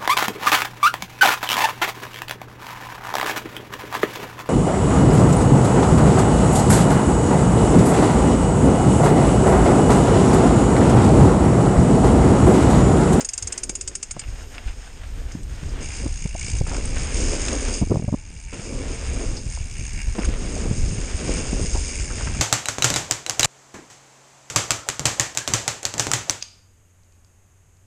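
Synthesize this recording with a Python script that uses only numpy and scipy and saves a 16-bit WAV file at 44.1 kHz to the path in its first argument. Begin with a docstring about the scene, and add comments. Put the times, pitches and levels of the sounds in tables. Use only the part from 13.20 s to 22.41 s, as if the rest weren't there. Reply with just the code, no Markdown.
"""Mountain bike on a dirt trail

Heard from a small cased camera on the rider: the freehub ticks as the wheel slows, then the bike runs
over packed dirt with three jumps. Turbulent wind rumbles and thumps on the microphone port; the tyres
roar, crunch and spit grit. Pawl impacts ring the hub, a buzz that is clearest while the wheels are in
the air. The cavity resonances of the case colour the pawls, grit and rattles."""
import sys
import numpy as np
from scipy import signal
from scipy.fft import rfft, irfft
from scipy.io import wavfile
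from scipy.ndimage import uniform_filter1d

SR = 44100
rng = np.random.default_rng(int(sys.argv[2]) if len(sys.argv) > 2 else 0)


def int16_out(signal):
    """Quantize to a 16-bit WAV file."""
    q = np.round(np.clip(np.atleast_2d(signal).T, -1, 1) * 32767)
    wavfile.write(sys.argv[1], SR, q.astype(np.int16))


N = 406161

# faint wavering tones: (start [s], end [s], first pitch [Hz], last pitch [Hz], level [dB])
HUMS = [(0.242, 0.85, 360, 383, -53), (4.97, 5.322, 858, 913, -64)]
# wind on the port: (time [s], rumble [dB], buffeting [dB])
WIND_LEVELS = [(0, -39, -56.5), (.8, -40, -53.5), (1.3, -35, -54.5), (1.9, -36, -50.5), (2.3, -29, -39.5),
               (2.65, -26, -37), (2.9, -23, -39.5), (3.15, -30, -38.5), (3.4, -28, -37),
               (3.6, -23.5, -35.5), (4.2, -24.5, -37.5), (4.55, -27.5, -59), (4.75, -36, -26),
               (4.92, -26, -41), (5.0, -34.5, -47), (5.28, -33, -44.5), (5.4, -32.5, -41.5),
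               (5.95, -25.5, -37.5), (6.5, -30.5, -40.5), (6.8, -26.5, -36.5), (7.0, -25.5, -38),
               (7.3, -23, -32.5), (7.55, -22, -27.5), (7.75, -25.5, -32), (7.95, -29.5, -36),
               (8.15, -27.5, -31), (8.4, -26, -33), (8.6, -25, -38), (9.21, -28, -32)]
# single puffs of rumble: (time [s], rise [dB])
PUFFS = [(.25, 12.5), (0.668, 9.5), (1.098, 9), (1.472, 13.5), (1.872, 13), (2.082, 1.5), (2.442, 3),
         (2.92, -0.5), (3.385, 8.5), (4.641, 9.5), (5.568, 7.5), (6.898, 7), (7.06, 6.5), (7.945, 7.5),
         (8.162, 8.5), (8.441, 4)]
# pressure pulses on the port: (time [s], level [dB], pitch [Hz])
THUMPS = [(0.495, -19, 250), (0.964, -20.5, 221), (1.074, -20, 55), (1.118, -25, 50), (1.454, -18, 58),
          (2.149, -17, 165), (2.427, -21.5, 133), (2.817, -24, 154), (2.855, -16, 143), (2.86, -12.5, 199),
          (3.051, -11, 133), (3.147, -24.5, 210), (3.279, -22, 149), (3.326, -11.5, 60), (3.344, -16, 60),
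          (3.367, -16, 45), (3.405, -8.5, 97), (3.411, -20, 300), (3.426, -14, 45), (4.611, -8.5, 126),
          (4.622, -8, 184), (4.628, -12, 122.5), (4.634, -30, 159), (4.67, -22, 300), (4.696, -21, 241.7),
          (4.702, -9, 130), (4.709, -10, 170), (4.715, -6.5, 200.6), (4.721, -10, 272),
          (4.74, -14.5, 262.3), (4.749, -18, 223), (4.757, -13.5, 418), (4.766, -10, 129),
          (4.791, -12, 133), (4.821, -16, 240), (4.838, -15.5, 133), (4.877, -12, 133), (4.883, -12.5, 128),
          (4.922, -10, 136), (4.933, -21, 200), (4.939, -7, 215), (5.332, -26, 148), (5.39, -19.5, 146.2),
          (6.256, -17, 90), (6.403, -19.5, 89.8), (6.583, -21, 70.2), (6.872, -15, 70.1), (6.981, -18, 208),
          (6.988, -13.5, 198.4), (6.995, -21, 172), (7.03, -12, 45), (7.066, -13, 45), (7.086, -19, 195),
          (7.218, -20, 139.4), (7.453, -15, 157), (7.508, -10, 147), (7.522, -17, 70), (7.625, -12.5, 75),
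          (7.782, -17, 129), (7.935, -13, 54.9), (8.092, -16, 348), (8.327, -11, 172.1),
          (8.344, -25, 254.3), (8.44, -16.5, 131), (8.551, -19.5, 265), (8.565, -16, 55.1),
          (8.591, -20, 45.17), (8.79, -19.5, 65), (9.02, -18, 65.14)]
# rattles, knocks and flicked stones: (time [s], strength [dB], centre [Hz], t60 [s], Q [ratio])
RATTLES = [(0.011, -9, 6840, 0.085, 1.9), (0.495, -11.5, 7500, .03, 1.4), (0.966, -17, 550, 0.024, 0.55),
           (1.016, -21, 2800, 0.058, 0.59), (1.036, -22.5, 2200, 0.077, 0.96), (1.078, -28, 2200, .06, 1.2),
           (1.115, -32, 1500, 0.053, .8), (1.348, -22, 4800, .02, 1.1), (1.381, -9.5, 2230, 0.018, 1.1),
           (1.475, -21.5, 2450, 0.21, 1), (2.119, -17.5, 6450, 0.11, 2.6), (2.232, -21, 8000, .04, 1.2),
           (2.492, -20, 5200, .05, 2.5), (3.149, -10.5, 713, 0.037, 2.5), (3.466, -17.5, 1500, 0.046, 0.83),
           (3.473, -12, 8000, 0.018, 1.2), (3.495, -12, 6500, 0.022, 1.3), (3.515, -16.5, 1500, .04, 0.69),
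           (3.53, -15.5, 650, .09, 1.2), (3.546, -12, 1400, .035, 0.7), (3.544, -8, 6900, .02, 2.2),
           (3.566, -15, 1510, 0.032, 0.83), (3.566, -13, 6500, 0.037, 1.1), (3.655, 1, 8400, 0.016, 5.4),
           (3.769, -9.5, 1760, 0.037, 1.1), (3.969, -12.5, 6496, 0.061, 0.95), (4.283, -7, 3000, .025, .7),
           (4.283, -5, 6500, .04, 1.5), (4.539, -5, 6405, 0.075, 1.9), (5.333, -17, 2188, 0.046, 1.5),
           (6.168, -12.5, 5030, 0.12, 2.2), (6.374, -22, 1000, 0.02, .9), (6.952, -20, 1493, 0.06, .8),
           (6.983, -14, 900, 0.075, .7), (6.986, -18, 1900, .07, .7), (6.991, -19, 6000, .03, .7),
           (6.999, -16, 5200, .02, 1.1), (7.008, -19, 1240, .07, 1.1), (7.019, -15, 2400, .03, 0.77),
           (7.026, -15, 6800, .03, 1.3), (7.033, -6, 1850, 0.022, 1.8), (7.046, -16, 1600, 0.03, 1.2),
           (7.046, -6, 6500, .02, 2.7), (7.051, -7, 8160, 0.022, 1.3), (7.053, -14, 2600, 0.037, 0.71),
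           (7.087, -18.5, 3500, 0.029, 0.4), (7.364, -16, 760, 0.054, 1.2), (7.978, -25, 6010, 0.022, 1.04),
           (8.269, -14, 6600, 0.052, 1.3), (8.365, -19, 950, .03, 2.44), (8.459, -11, 6500, .058, 1.2),
           (8.547, -17.5, 750, 0.09, 0.75), (8.56, -19, 700, 0.084, 0.79), (8.569, -18, 1900, .025, 1.5),
           (8.803, -14, 1950, 0.03, 2.5), (8.903, -17.5, 1500, 0.12, 1.4), (8.908, -24, 904, 0.028, 0.88),
           (9.01, -17, 1500, 0.042, .6), (9.071, -10.5, 1700, 0.044, 0.97), (9.146, -14.5, 1600, 0.043, .8)]
# tyre sound, following load and surface: (time [s], casing roar [dB], tread crunch [dB])
TYRE_LEVELS = [(0, -35.5, -39), (.08, -59, -67.5), (.35, -46, -44.5), (.6, -52.5, -75), (1.0, -51.5, -48.5),
               (1.5, -47, -46.5), (2.1, -52.5, -55), (2.45, -48, -49.5), (2.62, -44.5, -43.5),
               (2.8, -43, -47), (3.5, -34.5, -48.5), (3.8, -39, -42.5), (4.0, -31, -37.5), (4.3, -31, -37),
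               (4.5, -33.5, -38.5), (5.35, -42, -74), (5.55, -39, -47), (5.75, -37, -43.5), (5.9, -34, -42),
               (6.05, -31, -44), (6.2, -39.5, -46.5), (7.0, -35, -47), (7.4, -30.5, -42), (7.6, -39, -51),
               (7.85, -43.5, -48.5), (8.12, -26.5, -38.5), (8.3, -39, -45.5), (8.46, -36.5, -43),
               (8.53, -38, -52), (8.62, -43.5, -58), (8.84, -46, -62), (8.9, -36.5, -45),
               (9.21, -38.5, -41.5)]
# jumps: (take-off [s], landing [s], landing crunch [dB], hush in flight [dB], time to leave the lip [s])
JUMPS = [(2.852, 3.469, -39, -55, 0.1), (4.585, 5.328, -43, -60, .05), (6.204, 6.951, -41.5, -53.5, 0.13)]
# grit and coasting freehub together, ahead of the case: (time [s], level [dB])
TREBLE_LEVEL = [(0, -37.5), (1.0, -38), (1.5, -37), (2.0, -39.5), (2.25, -38.5), (2.6, -36), (2.625, -23),
                (2.8, -22.5), (2.93, -26.5), (3.14, -28), (3.2, -23), (3.38, -24), (3.43, -33), (3.48, -27),
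                (3.57, -26), (3.85, -23), (4.0, -18), (4.3, -19.5), (4.48, -22), (4.57, -20.5), (4.64, -31),
                (4.95, -35.5), (5.3, -36), (5.36, -29.5), (6.15, -26.5), (6.28, -28), (6.82, -28),
                (7.12, -28), (7.7, -26), (7.95, -26), (8.05, -22), (8.35, -22), (8.5, -19), (8.62, -20),
                (8.87, -23.5), (9.21, -21.5)]
# ticks of the slowing wheel: (time [s], relative level [dB], gain of the dull part [dB])
TICKS = [(0.0054, -2.5, -1.5), (0.046, 0, 0.5), (0.0873, 0, -2.5), (0.1328, -1, -6), (0.1763, 0.5, -0.5),
         (0.223, -1, -4), (0.271, -1, -2), (0.322, 1.5, -0.5), (0.376, 1, -0.5), (0.432, 1, -3),
         (0.4925, 1.5, 2), (0.551, -0.5, -1), (0.609, -1.5, -1), (0.6749, 1, -2), (0.751, -0.5, 0),
         (0.827, -0.5, 0), (0.908, -2, 3.5), (0.992, -2, 3)]
# pawl impacts while coasting: (time [s], click rate [Hz])
CLICK_RATE = [(2.69, 65.5), (3.13, 57.75), (3.46, 58.6), (3.68, 75.3), (4.18, 90.4), (4.61, 90.7),
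              (4.83, 73.4), (4.96, 74.6), (5.27, 84.4), (5.76, 116.3), (6.08, 115), (6.37, 76.4),
              (6.48, 70.5), (6.91, 74.2), (7.27, 117.4), (7.42, 114.7), (7.77, 87.9), (8.19, 96.5),
              (8.43, 111.1), (8.64, 93.6), (8.93, 87.85), (9.21, 100)]
# modes of the hub: (frequency [Hz], relative level [dB], t60 before added damping [s])
HUB_MODES = [(2300, -11.5, 0.064), (2640, -14.5, 0.041), (4980, -8, 0.03), (5300, -21, 0.038),
             (6100, -11, .04), (6396, 0.5, 0.048), (6642, -0.5, 0.048), (7090, -3, 0.047),
             (7620, -1.5, 0.045), (7900, -10.5, .03), (8180, -5, 0.053), (8750, -7, 0.089),
             (9360, -9.5, 0.07)]
# ring of the hub shell: (time [s], level against the pawls [dB], lean to its upper resonances [dB])
SHELL_LEVELS = [(2.6, -17.5, -8), (2.9, -18, 0), (3.15, -16, 3), (3.45, -14.5, -1), (4.0, -20.5, 0),
                (4.6, -18.5, 1.5), (5.0, -19, -1), (5.3, -14.5, 1), (6.2, -19.5, -2), (6.35, -21, -1),
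                (6.46, -21, 3), (6.6, -12, 2), (6.72, -14.5, -5), (6.8, -10.5, -1.5), (6.95, -19.5, 0),
                (7.6, -17, -2.5), (8.3, -17, 1), (8.55, -23.5, -2), (8.72, -17, -2.5), (9.21, -14.5, 1)]
# resonances of the camera case: (frequency [Hz], width [Hz], gain [dB])
CASE_MODES = [(580, 980, 5), (1420, 570, -3.5), (2250, 680, -6.5), (2714, 450, -2), (3500, 850, -10.5),
              (5040, 850, -5), (6522, 300, -7.5), (6970, 1620, -11), (8720, 1220, -9.5), (10130, 1170, -6)]
# microphone response: (frequency [Hz], gain [dB])
MIC_RESPONSE = [(9300, -0.5), (9800, -13), (10300, -72.5), (13000, -43.5)]
# faint high hiss, rising and falling: (time [s], level [dB])
HISS_LEVEL = [(0, -74), (1.0, -76), (1.03, -65), (1.6, -67), (2.58, -68), (2.64, -77), (4.5, -78),
              (4.7, -83), (5.5, -78), (8.7, -77), (9.21, -76)]

# spectral envelopes, each (frequency [Hz], relative density [dB])
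RUMBLE_SPECTRUM = [(8, -30), (14, -1), (25, 0), (40, -1), (65, -4), (95, -12), (140, -24), (250, -50)]  # large eddies
BUFFET_SPECTRUM = [(45, -15), (70, -1), (95, 2.5), (130, 0), (200, -6.5), (350, -15), (700, -32),
                   (1500, -54.5)]  # small eddies
RAGGED_SPECTRUM = [(120, -9.5), (250, 1), (600, -7), (1100, -21), (1500, -35), (2500, -52.5)]  # turbulence on a thump
CASING_SPECTRUM = [(150, -11.5), (240, 3.5), (320, -1), (400, -1), (480, -1), (570, -5), (750, -16.5),
                   (1200, -17.5), (2500, -48.5)]  # tyre casings
TREAD_SPECTRUM = [(350, -19.5), (700, -2.5), (1100, -8), (1600, -4), (2200, -6), (3200, -9), (5000, -20.5)]  # tread on dirt
GRIT_SPECTRUM = [(600, -28.5), (1500, -15), (2400, -8), (4000, -7), (6500, 5), (9500, -3.5)]  # thrown grit
TICK_SPECTRUM = [(600, -40), (1500, -13), (2400, -7.5), (4000, -8.5), (7000, 14), (9500, 3)]  # pawls on the slow wheel
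PAWL_SPECTRUM = [(1500, -43.5), (3000, -5), (4500, -9), (6500, 3.5), (9500, 1.5)]  # pawls on the fast wheel
SHELL_SPECTRUM = [(600, -30), (900, -12), (1200, -26.5), (1650, -8.5), (1950, -10), (2280, 1), (2550, -5.5),
                  (2800, -2.5), (3100, -18.5), (4200, -34)]  # hub shell
HISS_SPECTRUM = [(9000, -22), (10400, -10), (11500, 1.5), (12800, 11.5), (13600, -0.5)]  # faint high hiss around 12-13 kHz

GUSTS_PER_S, GUST_DB, PUFF_S = 13, 2.5, 0.038
RAGGED_DB, RAGGED_GROWTH, RAGGED_DB_PER_OCTAVE = -11, 1.12, 8.5  # strong, quick thumps are the roughest
TOUCH_S, CRUNCH_S = 0.0057, 0.11  # on landing the tyres bite at once, then the crunch dies away
AIRBORNE_TYRE_DB, AIR_HUSH_DB = -22.5, -52.5
COAST_S = 2.61  # pedalling stops, the freehub starts to buzz
GROUND_SHARE, AIR_SHARE = .4, .76  # the freehub's share of the treble power
TICKS_DB, TICK_RISE_S, TICK_DECAY_S = -29, 0.0032, 0.052
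TICK_RING_DB, BUZZ_RING_DB, MODE_SCATTER_DB = -4.5, 0.5, 3.5  # ring against pawl hiss; its spread
TOOTH_JITTER, TOOTH_SCATTER_DB = .06, 1.6  # timing spread as a share of a tooth; strength spread
TICK_SPLIT_HZ, SHELL_SPLIT_HZ, TOP_HZ = 4200, 2460, 13900

TIME = np.arange(N) / SR
GRID_HZ = np.maximum(np.arange(2049) * SR / 4096, 5)


def undb(db):
    """Amplitude ratio of a level in decibels."""
    return 10 ** (np.asarray(db) / 20)


def unit(x):
    """Normalisation to rms 1."""
    return x / np.sqrt(np.mean(x ** 2))


def curves(table):
    """Linear interpolation of each column over time, one value a sample."""
    times, *columns = np.transpose(table)
    return [np.interp(TIME, times, column) for column in columns]


def add(out, start_s, piece):
    """Superposition of a piece from its start time on."""
    i = int(start_s * SR)
    out[i:i + len(piece)] += piece[:N - i]


def colour(x, gain_db, size=4096):
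    """Minimum-phase filtering by gains on GRID_HZ, through the folded cepstrum."""
    cepstrum = irfft(gain_db * np.log(10) / 20, size)
    cepstrum[1:size // 2] *= 2
    cepstrum[size // 2 + 1:] = 0
    return signal.fftconvolve(x, irfft(np.exp(rfft(cepstrum)), size))[:N]


def filtered(x, response):
    """Filtering by a response interpolated over log frequency."""
    hz, db = np.transpose(response)
    return colour(x, np.interp(np.log(GRID_HZ), np.log(hz), db))


def shaped(x, spectrum):
    """Source-filter model: an excitation takes on a spectral envelope, at rms 1."""
    return unit(filtered(x, spectrum))


def walk(rate):
    """Slow random modulation: values held 1 / rate seconds and smoothed twice, at rms 1."""
    hold = int(SR / rate)
    steps = np.repeat(rng.standard_normal(N // hold + 1), hold)
    return unit(uniform_filter1d(uniform_filter1d(steps, hold), hold)[:N])


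def grainy_noise(spectrum, rate, spread_db, smooth):
    """Shot noise: sparse random impulses over Gaussian noise of relative rms `smooth`, then shaped."""
    hits = (rng.random(N) < rate / SR) * rng.standard_normal(N)
    sizes = undb(np.minimum(spread_db * rng.exponential(size=N), 9))
    return shaped(unit(hits * sizes) + smooth * rng.standard_normal(N), spectrum)


def hums():
    """Narrow-band noise: random modulation in quadrature makes faint, gliding tones waver."""
    out = np.zeros(N)
    for start, end, from_hz, to_hz, db in HUMS:
        progress = np.linspace(0, 1, int((end - start) * SR))
        phase = 2 * np.pi * np.cumsum(from_hz + (to_hz - from_hz) * progress) / SR
        in_phase, quadrature = walk(rate=55)[:len(phase)], walk(rate=55)[:len(phase)]
        fade = np.minimum(10 * np.sin(np.pi * progress), 1)
        add(out, start, undb(db) * fade * (in_phase * np.cos(phase) + quadrature * np.sin(phase)))
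    return out


def wind():
    """Turbulent pressure fluctuation: in gusts, large eddies rumble and small ones burst on the port."""
    rumble_db, buffet_db = curves(WIND_LEVELS)
    puff_db = sum(db * np.exp(-((TIME - s) / PUFF_S) ** 2) for s, db in PUFFS)
    gust_db = GUST_DB * walk(GUSTS_PER_S) + puff_db
    rumble = shaped(rng.standard_normal(N), RUMBLE_SPECTRUM) * undb(rumble_db + gust_db)
    eddies = grainy_noise(BUFFET_SPECTRUM, rate=500, spread_db=3.44, smooth=0.85)
    return rumble + eddies * undb(buffet_db + 0.2 * gust_db + 3.14 * walk(25))


def thumps():
    """Pressure transients on the port: each lasts a cycle or two and carries ragged turbulence."""
    pulses, turbulence = np.zeros(N), np.zeros(N)
    for (s, db, hz), (polarity, skew) in zip(THUMPS, rng.random((len(THUMPS), 2))):
        cycles = np.arange(-.7, 2.5, hz / SR)
        window = np.exp(-(cycles / np.where(cycles < 0, .3, .55)) ** 2)
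        wave = np.cos(2 * np.pi * (cycles + skew / 4)) * window
        add(pulses, s, np.sign(polarity - .5) * undb(db) * wave)
        ragged_db = RAGGED_GROWTH * db + RAGGED_DB + RAGGED_DB_PER_OCTAVE * np.log2(hz / 200)
        ragged_window = np.exp(-(cycles / np.where(cycles < 0, .4, 1.1)) ** 2)
        add(turbulence, s, undb(ragged_db) * ragged_window)
    return pulses + turbulence * shaped(rng.standard_normal(N), RAGGED_SPECTRUM)


def rattles():
    """Impact excitation: each knock is a decaying noise burst through a broad resonance."""
    out, t = np.zeros(N), np.arange(3000) / SR
    for s, db, hz, t60, q in RATTLES:
        band = signal.iirpeak(hz, q, SR)
        envelope = np.exp(-np.log(1000) * t / t60) + 0.72 * np.exp(-t / 0.00022)
        burst = envelope * rng.standard_normal(len(t))
        add(out, s, undb(db) * signal.lfilter(*band, signal.lfilter(*band, burst)))
    return out


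def jumps():
    """Loss and return of contact: the airborne share (0-1) and the amplitude of hush and landings."""
    airborne, crunch, hush_db = np.zeros(N), np.zeros(N), np.full(N, AIR_HUSH_DB)
    for up, down, crunch_db, flight_db, lift_s in JUMPS:
        flight = np.clip((TIME - up) / lift_s, 0, 1) * np.clip((down - TIME) / TOUCH_S, 0, 1)
        airborne += flight
        hush_db += (flight_db - AIR_HUSH_DB) * flight
        crunch += (TIME > down) * undb(crunch_db) * np.exp(-((TIME - down) / CRUNCH_S) ** 2)
    return airborne, np.hypot(crunch, undb(hush_db))


def tyres(airborne, hush_and_landings):
    """Rolling contact noise: casings roar and tread crunches on the dirt, and both fall away in flight."""
    roar_db, tread_db = curves(TYRE_LEVELS)
    contact = undb(AIRBORNE_TYRE_DB * airborne)
    roar = grainy_noise(CASING_SPECTRUM, rate=400, spread_db=1, smooth=1)
    roar *= contact * undb(roar_db + 2.82 * walk(16))
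    tread = grainy_noise(TREAD_SPECTRUM, rate=900, spread_db=5.9, smooth=1.13) * undb(2.62 * walk(20))
    return roar + tread * np.hypot(contact * undb(tread_db), hush_and_landings)


def grit():
    """Shot noise: many small impacts of grit thrown off the knobs merge into a flickering hiss."""
    return grainy_noise(GRIT_SPECTRUM, rate=1500, spread_db=2.6, smooth=1.6) * undb(1.73 * walk(25))


def hub_ring(blows, redraw_hz, t60_scale, detune):
    """Modal resonance: blows drive the hub's damped modes, each with a randomly changing strength."""
    out, hold = 0, int(SR / redraw_hz)
    for hz, db, t60 in HUB_MODES:
        mode_hz = hz * (1 + detune * rng.standard_normal())
        pole = np.exp(2j * np.pi * mode_hz / SR - np.log(1000) / (t60_scale * t60 * SR))
        strengths = undb(db + MODE_SCATTER_DB * rng.standard_normal(len(blows) // hold + 1))
        drive = blows * np.repeat(strengths, hold)[:len(blows)]
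        out += signal.lfilter([pole.imag, 0, -pole.imag], [1, -2 * pole.real, abs(pole) ** 2], drive)
    return unit(out)


def freehub_ticks():
    """Separate impacts: the pawls drop within a few ms, the last hardest, and the snap rings the hub."""
    snaps, rings, t = np.zeros(N), np.zeros(N), np.arange(4000) / SR
    rise = np.minimum(t / TICK_RISE_S, 1) ** 0.89
    decay = np.log(1000) * np.maximum(t - TICK_RISE_S, 0) / TICK_DECAY_S
    envelope = rise * (np.exp(-decay / 0.5) + 0.29 * np.exp(-decay / 1.7))  # quick drop, slower tail
    lowpass = signal.butter(2, TICK_SPLIT_HZ, fs=SR)
    for s, db, dull_db in TICKS:
        snap = envelope * rng.standard_normal(len(t))
        snap += (undb(dull_db) - 1) * signal.lfilter(*lowpass, snap)
        add(snaps, s, undb(db) * snap)
        add(rings, s, undb(db) * hub_ring(snap, redraw_hz=10, t60_scale=0.57, detune=.025))
    return undb(TICKS_DB) * unit(shaped(snaps, TICK_SPECTRUM) + undb(TICK_RING_DB) * unit(rings))


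def ratchet(decay_s):
    """Quasi-periodic excitation: one noise burst a tooth, each of its own timing and strength."""
    (click_hz,) = curves(CLICK_RATE)
    teeth = np.cumsum(click_hz) / SR + 1 + TOOTH_JITTER * walk(45)
    strengths = undb(TOOTH_SCATTER_DB * rng.standard_normal(int(teeth.max()) + 1))
    since_s = teeth % 1 / click_hz
    envelope = np.minimum(since_s / .0022, 1) * np.exp(-since_s / decay_s) + .06
    return strengths[teeth.astype(int)] * envelope * rng.standard_normal(N)


def hub_shell():
    """Forced vibration: the ratchet drives the shell's lower resonances, which swell and shift."""
    level_db, lean_db = curves(SHELL_LEVELS)
    ring = shaped(ratchet(decay_s=0.0069), SHELL_SPECTRUM)
    low = signal.sosfiltfilt(signal.butter(3, SHELL_SPLIT_HZ, fs=SR, output="sos"), ring)
    lean_db += 1.8 * walk(9)
    return (low * undb(-lean_db) + (ring - low) * undb(lean_db)) * undb(level_db + 1.2 * walk(12))


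def freehub_buzz():
    """Rapid impacts fuse into a bright buzz; the dragging pawls damp the modes that they excite."""
    blows = ratchet(decay_s=.003)
    ring = hub_ring(blows, redraw_hz=60, t60_scale=.24, detune=0)
    return unit(shaped(blows, PAWL_SPECTRUM) + undb(BUZZ_RING_DB) * ring)


def camera_case(x):
    """Cavity resonance: airborne sound reaches the microphone through the modes of the case."""
    power = sum(undb(2 * db) / (1 + (2 * (GRID_HZ - hz) / width) ** 2) ** 2
                for hz, width, db in CASE_MODES)
    return colour(x, 10 * np.log10(power + undb(-43.5)))


def scene():
    """Superposition of incoherent sources; freehub and grit divide the treble power between them."""
    airborne, hush_and_landings = jumps()
    rolling = tyres(airborne, hush_and_landings)
    spray, shell, buzz = grit(), hub_shell(), freehub_buzz()
    treble = undb(curves(TREBLE_LEVEL)[0] + walk(14))
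    hub_share = (TIME > COAST_S) * (GROUND_SHARE + (AIR_SHARE - GROUND_SHARE) * airborne)
    hub_gain, grit_gain = treble * np.sqrt(hub_share), treble * np.sqrt(1 - hub_share)
    direct = wind() + thumps() + hums() + rolling + hub_gain * shell
    through_case = camera_case(grit_gain * spray + hub_gain * buzz + freehub_ticks() + rattles())
    return (direct + through_case)[None]


def record(dry):
    """Saturation and band limiting round the peaks and cut the top; a faint high hiss rises and falls."""
    heard = filtered(np.tanh(1.5 * dry[0]) / 1.5, MIC_RESPONSE)
    hiss_db = curves(HISS_LEVEL)[0] + 2.5 * walk(7.3)
    hiss = undb(hiss_db) * shaped(rng.standard_normal(N), HISS_SPECTRUM)
    lowpass = signal.ellip(8, .3, 60, TOP_HZ, fs=SR, output="sos")
    return signal.sosfilt(lowpass, heard + hiss)[None]


dry = scene()
out = record(dry)
int16_out(out)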